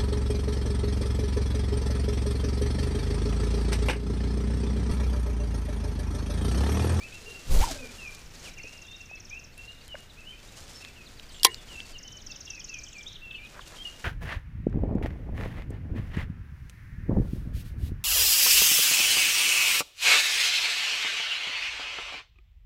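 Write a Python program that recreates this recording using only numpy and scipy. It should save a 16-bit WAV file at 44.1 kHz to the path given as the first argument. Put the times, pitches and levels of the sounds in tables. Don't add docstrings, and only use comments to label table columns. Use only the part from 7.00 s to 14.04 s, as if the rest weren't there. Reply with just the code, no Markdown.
import sys
import numpy as np
from scipy import signal
from scipy.fft import rfft, irfft
from scipy.io import wavfile

SR = 44100
rng = np.random.default_rng(int(sys.argv[2]) if len(sys.argv) > 2 else 0)


def put_to_file(sound):
    columns = np.atleast_2d(sound).T
    safe = np.clip(columns, -1, 1)
    whole_steps = np.round(safe * 32767)
    wavfile.write(sys.argv[1], SR, whole_steps.astype(np.int16))


N = 310464


def amp(db):
    return 10 ** (np.asarray(db) / 20)


def rms_one(x):
    return x / np.sqrt(np.mean(x ** 2) + 1e-20)


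def in_time(rows):
    times, *columns = np.transpose(rows)
    return [np.interp(np.arange(N) / SR, times, column) for column in columns]


def coloured(x, spectrum):
    hz, db = np.transpose(spectrum)
    grid = np.maximum(np.arange(N // 2 + 1) * SR / N, 1)
    gain = amp(np.interp(np.log(grid), np.log(hz), db))
    return rms_one(irfft(rfft(x) * gain, N))


def filtered(x, hz, kind, order=2):
    return signal.sosfilt(signal.butter(order, hz, kind, fs=SR, output="sos"), x)


def drift(rate):
    return np.interp(np.arange(N) / SR * rate, np.arange(3000), rng.standard_normal(3000))


def ring(x, hz, t60):
    decay, step = amp(-60 / (t60 * SR)), 2 * np.pi * hz / SR
    return signal.lfilter([0, np.sin(step)], [1, -2 * decay * np.cos(step), decay * decay], x + 1e-18)


def add(out, x, start):
    i = round(start * SR)
    out[i:i + len(x)] += x[:N - i]


def whistle(length, pitches_hz, edge):
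    progress = np.linspace(0, 1, round(length * SR))
    glide = np.polyfit(np.linspace(0, 1, len(pitches_hz)), pitches_hz, len(pitches_hz) - 1)
    waver = .013 * np.interp(progress * length * 70, np.arange(40), rng.standard_normal(40))
    hz = np.polyval(glide, progress) * (1 + waver)
    return signal.windows.tukey(len(hz), min(edge, 1)) * np.sin(2 * np.pi * np.cumsum(hz) / SR)


# f/Hz, level/dB
AIR_COLOUR = [(12, -23), (30, -3), (90, -3.5), (150, -9.5), (1070, -24.5), (1500, -20.5), (2700, -23),
              (4300, -30), (10200, -46.5), (14300, -37.5)]
def air():
    return amp(-52.5 + drift(4.5)) * coloured(rng.standard_normal(N), AIR_COLOUR)


def wind(gust_s=.515, hold_s=.097):
    colour = [(8, -13.5), (16, 4.5), (60, -11.5), (200, -30.5), (600, -36), (2000, -54.5)]
    lumps = coloured(rng.standard_normal(N), colour)
    t = np.arange(N) / SR - gust_s
    rise = amp(497 * np.minimum(t, 0))
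    after = np.maximum(t - hold_s, 0)
    breeze, gust = amp(-52), amp(-19.5 - 600 * after)
    wake = amp(-30.5 - 77 * after)
    return (breeze + rise * (gust + wake)) * amp(1.5 * drift(8.7)) * lumps


# t/s, relative level/dB
RUB_LEVELS = [(0, -67.5), (.25, -66), (.46, -60), (.53, -52.5), (.65, -55), (.78, -60.5), (1.3, -71.5),
              (1.45, -59.5), (1.55, -73), (2.5, -81), (2.6, -72.5), (3.1, -74), (3.2, -78), (3.6, -65),
              (3.8, -70.5), (4.15, -71.5), (4.9, -66), (5.02, -80), (6.4, -78.5), (6.57, -69), (7.04, -67)]
# f/Hz, level/dB
RUB_COLOUR = [(500, 0.5), (1000, -4.5), (2000, -3.5), (4500, -3.5), (7000, -5), (10000, -13), (15500, -24)]
def rustle():
    clicks_per_s = 370 * amp(4 * drift(12))
    clicks = rng.random((2, N)) < clicks_per_s / SR
    sizes = amp(7.5 * np.minimum(rng.exponential(1, (2, N)), 3))
    grains = clicks * sizes * rng.choice([-1, 1], (2, N))
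    dull, bright = filtered(grains[0], [3500, 9000], "band"), filtered(grains[1], 7000, "high")
    catches = amp(2.2 * drift(60) + 2.5 * drift(14))
    rub = .51 * rms_one(dull + bright) + rng.standard_normal(N)
    return amp(in_time(RUB_LEVELS)[0] + 15.5) * catches * coloured(rub, RUB_COLOUR)


BENDS = {"slide": lambda u: u - .5, "hook": lambda u: np.exp(-u / .22),
         "arch": lambda u: -(2 * u - 1) ** 2}
# t/s, length/s, f/Hz, bend/semitones, level/dB, shape name
BIRD_NOTES = [(0, 0.069, 2474, 2.5, -43, "slide"), (0.116, 0.078, 2705, 1.5, -46.5, "arch"),
              (0.25, 0.16, 2758, -1, -43, "slide"), (0.78, .1, 2463, -2.5, -44.5, "slide"),
              (0.978, 0.13, 2540, -3.5, -42.5, "slide"), (1.439, 0.06, 2630, -7.5, -43.5, "slide"),
              (1.574, 0.031, 2390, -7, -42.5, "slide"), (1.629, 0.074, 2570, 2.5, -45.5, "slide"),
              (1.867, 0.1, 3650, 0.8, -46.5, "slide"), (2.086, 0.069, 2586, 0.5, -40, "slide"),
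              (2.301, 0.097, 2550, 3, -41, "slide"), (2.567, 0.16, 2738, 1.1, -46.5, "slide"),
              (2.877, 0.079, 2895, 3, -45, "hook"), (3.09, 0.037, 3700, -7, -51, "slide"),
              (3.166, 0.069, 2670, 2, -46, "arch"), (3.245, 0.081, 3064, -3, -46.5, "hook"),
              (3.32, 0.036, 2410, 1, -47, "slide"), (3.795, 0.049, 2670, 1.5, -47.5, "arch"),
              (3.831, 0.064, 2660, 2.5, -46, "arch"), (3.739, 0.084, 5340, 0, -51, "arch"),
              (3.95, 0.084, 2510, 5.5, -49.5, "hook"), (4.383, 0.17, 2846, 0.5, -46, "slide"),
              (4.56, 0.064, 3480, -3, -55, "slide"), (4.902, 0.057, 4600, -5.5, -53, "slide"),
              (4.675, 0.17, 2647, 4.5, -43.5, "hook"), (4.933, 0.0515, 2900, -2.5, -41, "slide"),
              (5.04, 0.16, 3020, 0.2, -47.5, "slide"), (5.285, 0.041, 2690, -2, -44.5, "slide"),
              (5.462, 0.15, 2622, -3, -47, "slide"), (5.684, 0.12, 2513, -2.5, -43.5, "slide"),
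              (5.924, 0.096, 2306, 5, -45.5, "hook"), (6.053, 0.048, 3870, -8.5, -42, "hook"),
              (6.207, 0.16, 2644, -0.7, -41, "slide"), (6.335, 0.048, 2810, 7, -43, "hook"),
              (6.375, 0.11, 2440, 2, -48, "slide"), (6.778, 0.062, 3184, 0.5, -40, "slide"),
              (6.842, 0.056, 2857, 0.5, -36.5, "hook")]
def bird_notes():
    out = np.zeros(N)
    for start, length, hz, bend, db, shape in BIRD_NOTES:
        semitones = bend * BENDS[shape](np.linspace(0, 1, 6))
        add(out, amp(db) * whistle(length, hz * 2 ** (semitones / 12), edge=.035 / length), start)
    return out


def twitter():
    out = np.zeros(N)
    for when, pitch, glide, size in rng.random((190, 4)):
        first_hz = 2400 * 1.9 ** pitch
        pitches_hz = first_hz * (.6 + .6 * glide) ** np.array([0, .5, 1])
        add(out, amp(-63 + 8 * size) * whistle(.03, pitches_hz, edge=.8), when * 6.9)
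    return out


def across_water(song, echo_s=.45):
    song = song * amp(2 * drift(40) + 3.5 * drift(160))
    t = np.arange(SR) / SR
    echo = rng.standard_normal(SR) * amp(-60 * t / echo_s) * (t > .006)
    echo = filtered(echo, 6000, "low", order=1)
    return song + amp(-10) * signal.fftconvolve(song, echo / np.linalg.norm(echo))[:N]


# t/s, f/Hz, level/dB
ROD_SWING = [(.18, 394, -64), (.3, 427, -47), (.45, 380, -68), (.61, 720, -46), (.64, 966, -21),
             (.655, 948, -41), (.672, 914, -31), (.708, 668, -40), (.74, 600, -52), (.79, 548, -49),
             (.855, 480, -43.5), (.91, 430, -68)]
def swish():
    hz, db = in_time(ROD_SWING)
    swirls = filtered(rng.standard_normal((2, N)), 32, "low")
    phase = 2 * np.pi * np.cumsum(hz) / SR
    sounding = np.arange(N) < ROD_SWING[-1][0] * SR
    return amp(db) * sounding * rms_one(swirls[0] * np.cos(phase) + swirls[1] * np.sin(phase))


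# t/s, length/s, low f/Hz, high f/Hz, level/dB
HISS_BANDS = [(.49, .1, 3000, 11000, -39), (.585, .08, 4000, 15000, -41), (.595, .06, 1100, 2800, -37),
              (6.5, .14, 400, 1700, -50), (6.69, .1, 400, 1700, -50)]
def hisses():
    out = np.zeros(N)
    for start, length, low_hz, high_hz, db in HISS_BANDS:
        n = round(length * SR)
        noise = rng.standard_normal(SR // 4)[:n] * amp(1.5 * drift(330)[:n])
        band = filtered(noise, [low_hz, high_hz], "band")
        add(out, amp(db) * signal.windows.hann(n) * rms_one(band), start)
    return out


# multiple of the turning rate, relative level/dB
SPOOL_TONES = [(1, 9.5), (6, 2)]
def spool(release_s=.68, run_s=.63):
    t = np.arange(N) / SR - release_s
    turns_per_s = (284.6 - 207 * t) * (1 + .04 * drift(120))
    phase = 2 * np.pi * np.cumsum(turns_per_s) / SR
    hum = sum(amp(db + 4.5 * drift(60)) * np.sin(multiple * phase) for multiple, db in SPOOL_TONES)
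    sounding = np.clip(t / .015, 0, 1) * np.clip((run_s - t) / .11, 0, 1)
    return amp(-57.5 - 26 * t) * sounding * hum


# length/s, first f/Hz, middle f/Hz, last f/Hz
CHIRP = (.021, 7830, 5860, 4270)
# t/s, first spacing/s, number of chirps
TRILL_RUNS = [(1.0207, .04592, 31), (4.9773, .04664, 25)]
# t/s, level/dB
TRILL_LOUDNESS = [(1.0, -53), (1.6, -46), (2.0, -50), (2.44, -44), (4.97, -40), (5.64, -38), (6.12, -45)]
def trills():
    out, db = np.zeros(N), in_time(TRILL_LOUDNESS)[0]
    chirp = whistle(CHIRP[0], CHIRP[1:], edge=1)
    for first, spacing, count in TRILL_RUNS:
        for k in range(count):
            start = first + spacing * k * (1 + .0009 * k)
            add(out, amp(db[round(start * SR)]) * chirp, start)
    return out


# t/s, level/dB
GEAR_TICKS = [(1.1098, -35), (1.149, -24.5), (2.579, -27), (2.88, -29), (3.006, -33), (3.605, -29),
              (4.2936, -34), (6.6812, -30)]
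def ticks():
    out = np.zeros(N)
    for start, db in GEAR_TICKS:
        crack = rng.standard_normal(200) * amp(-60 * np.arange(200) / SR / .0046)
        add(out, amp(db) * crack / abs(crack).max(), start)
    return filtered(out, [3500, 11000], "band")


# t/s, length/s, f/Hz, pulse rate/Hz, level/dB
LONG_NOTE = (1.559, .51, 2755, 32, -46)
def pulsed_note():
    out = np.zeros(N)
    start, length, hz, rate, db = LONG_NOTE
    note = whistle(length, [hz] * 3, edge=.035 / length)
    pulses = np.sin(np.pi * rate * np.arange(len(note)) / SR) ** 2
    add(out, amp(db) * note * pulses, start)
    return out


# t/s, level/dB, f/Hz
PITCHED_KNOCKS = [(1.642, -38, 457), (2.112, -41, 746), (2.944, -31.5, 566), (2.953, -31.5, 1430),
                  (3.849, -25.5, 3050), (4.197, -30, 3630), (4.398, -30, 4260), (4.545, -20, 4150),
                  (4.803, -25, 3180), (6.593, -31, 1120)]
def knocks(cycles=15):
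    out = np.zeros(N)
    for start, db, hz in PITCHED_KNOCKS:
        burst = rng.standard_normal(900) * amp(-60 * np.arange(900) / SR * hz / cycles)
        body = ring(burst, hz, cycles / hz)
        knock = body / abs(body).max() + .037 * burst / abs(burst).max()
        add(out, amp(db) * filtered(knock, hz / 2, "high"), start)
    return out


# first t/s, last t/s, count, length/s, first f/Hz, middle f/Hz, last f/Hz, level/dB
CHIRP_ROWS = [(2.65, 2.868, 8, .018, 4400, 3850, 3550, -56), (4.412, 4.8, 4, .026, 3600, 4500, 5350, -53),
              (5.415, 5.805, 4, .024, 3500, 4350, 5000, -51), (4.05, 4.285, 3, .035, 5300, 4200, 3400, -53),
              (4.315, 4.695, 3, .075, 8700, 7600, 6850, -56), (5.065, 5.3, 3, .03, 5000, 4000, 3400, -52),
              (5.345, 5.862, 5, .022, 3600, 3150, 2750, -48),
              (6.005, 6.757, 6, .018, 3950, 3250, 2750, -46)]
def repeated_chirps():
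    out = np.zeros(N)
    for first, last, count, length, *pitches_hz, db in CHIRP_ROWS:
        for start in np.linspace(first, last, count):
            add(out, amp(db) * whistle(length, pitches_hz, edge=.41), start)
    return out


# t/s, length/s, first f/Hz, last f/Hz, noise width/Hz, level/dB
BIRD_BUZZES = [(4.335, .04, 3300, 3200, 400, -49), (5.76, 0.33, 7400, 7540, 505, -61.5),
               (6.081, 0.084, 3570, 3580, 350, -48.5)]
def buzzes():
    out = np.zeros(N)
    noises = rng.standard_normal((len(BIRD_BUZZES), SR // 2))
    for (start, length, first_hz, last_hz, width_hz, db), noise in zip(BIRD_BUZZES, noises):
        tone = whistle(length, (first_hz, np.sqrt(first_hz * last_hz), last_hz), edge=.5)
        rasp = rms_one(filtered(noise, width_hz, "low"))
        add(out, amp(db) * tone * rasp[:len(tone)], start)
    return out


# t/s, level/dB, contact length/s, lowest f/Hz
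CLUTCH_HITS = [(4.4321, -14, .0018, 2500), (4.4413, -19, .002, 6000), (4.4472, 0, .004, 300),
               (4.4522, -11, .002, 300), (4.4558, -16, .003, 300), (4.465, -21, .005, 300)]
# f/Hz, level/dB, time to fade by 60 dB/s
FRAME_TONES = [(400, -35, 0.18), (940, -26, 0.08), (1900, -29.5, 0.11), (2810, -28, 0.035),
               (3570, -11, 0.022), (4960, -8, 0.0056), (7030, -16, 0.01), (9325, -12.5, 0.013),
               (12350, -26, 0.0072)]
def clutch():
    out = np.zeros(N)
    scatter = .0236 * rng.standard_normal((len(FRAME_TONES), 8))
    clusters = np.exp(np.linspace(-.13, .13, 8) + scatter)
    for start, db, length, low_hz in CLUTCH_HITS:
        touching = np.arange(400) < length * SR
        chatter = np.zeros(SR // 6)
        chatter[:400] = np.sign(rng.standard_normal(400)) * touching / np.sqrt(length * SR)
        chatter = filtered(chatter, low_hz, "high")
        for (hz, tone_db, t60), ratios in zip(FRAME_TONES, clusters):
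            ringing = sum(ring(chatter, hz * ratio, t60) for ratio in ratios)
            ringing = filtered(ringing, .75 * hz, "high")
            add(out, amp(db + tone_db) * ringing, start)
    return out


def scene():
    background = air()
    angler = rustle() + swish() + spool() + hisses() + ticks() + knocks() + clutch()
    song = buzzes() + bird_notes() + pulsed_note() + trills() + repeated_chirps() + twitter()
    return (background + angler + across_water(song) + wind())[None]


def record(dry, cutoff_hz=15300):
    treble_cut = signal.ellip(12, .5, 85, cutoff_hz, fs=SR, output="sos")
    return signal.sosfilt(treble_cut, np.clip(dry, -.9, .9))


dry = scene()
out = record(dry)
put_to_file(out)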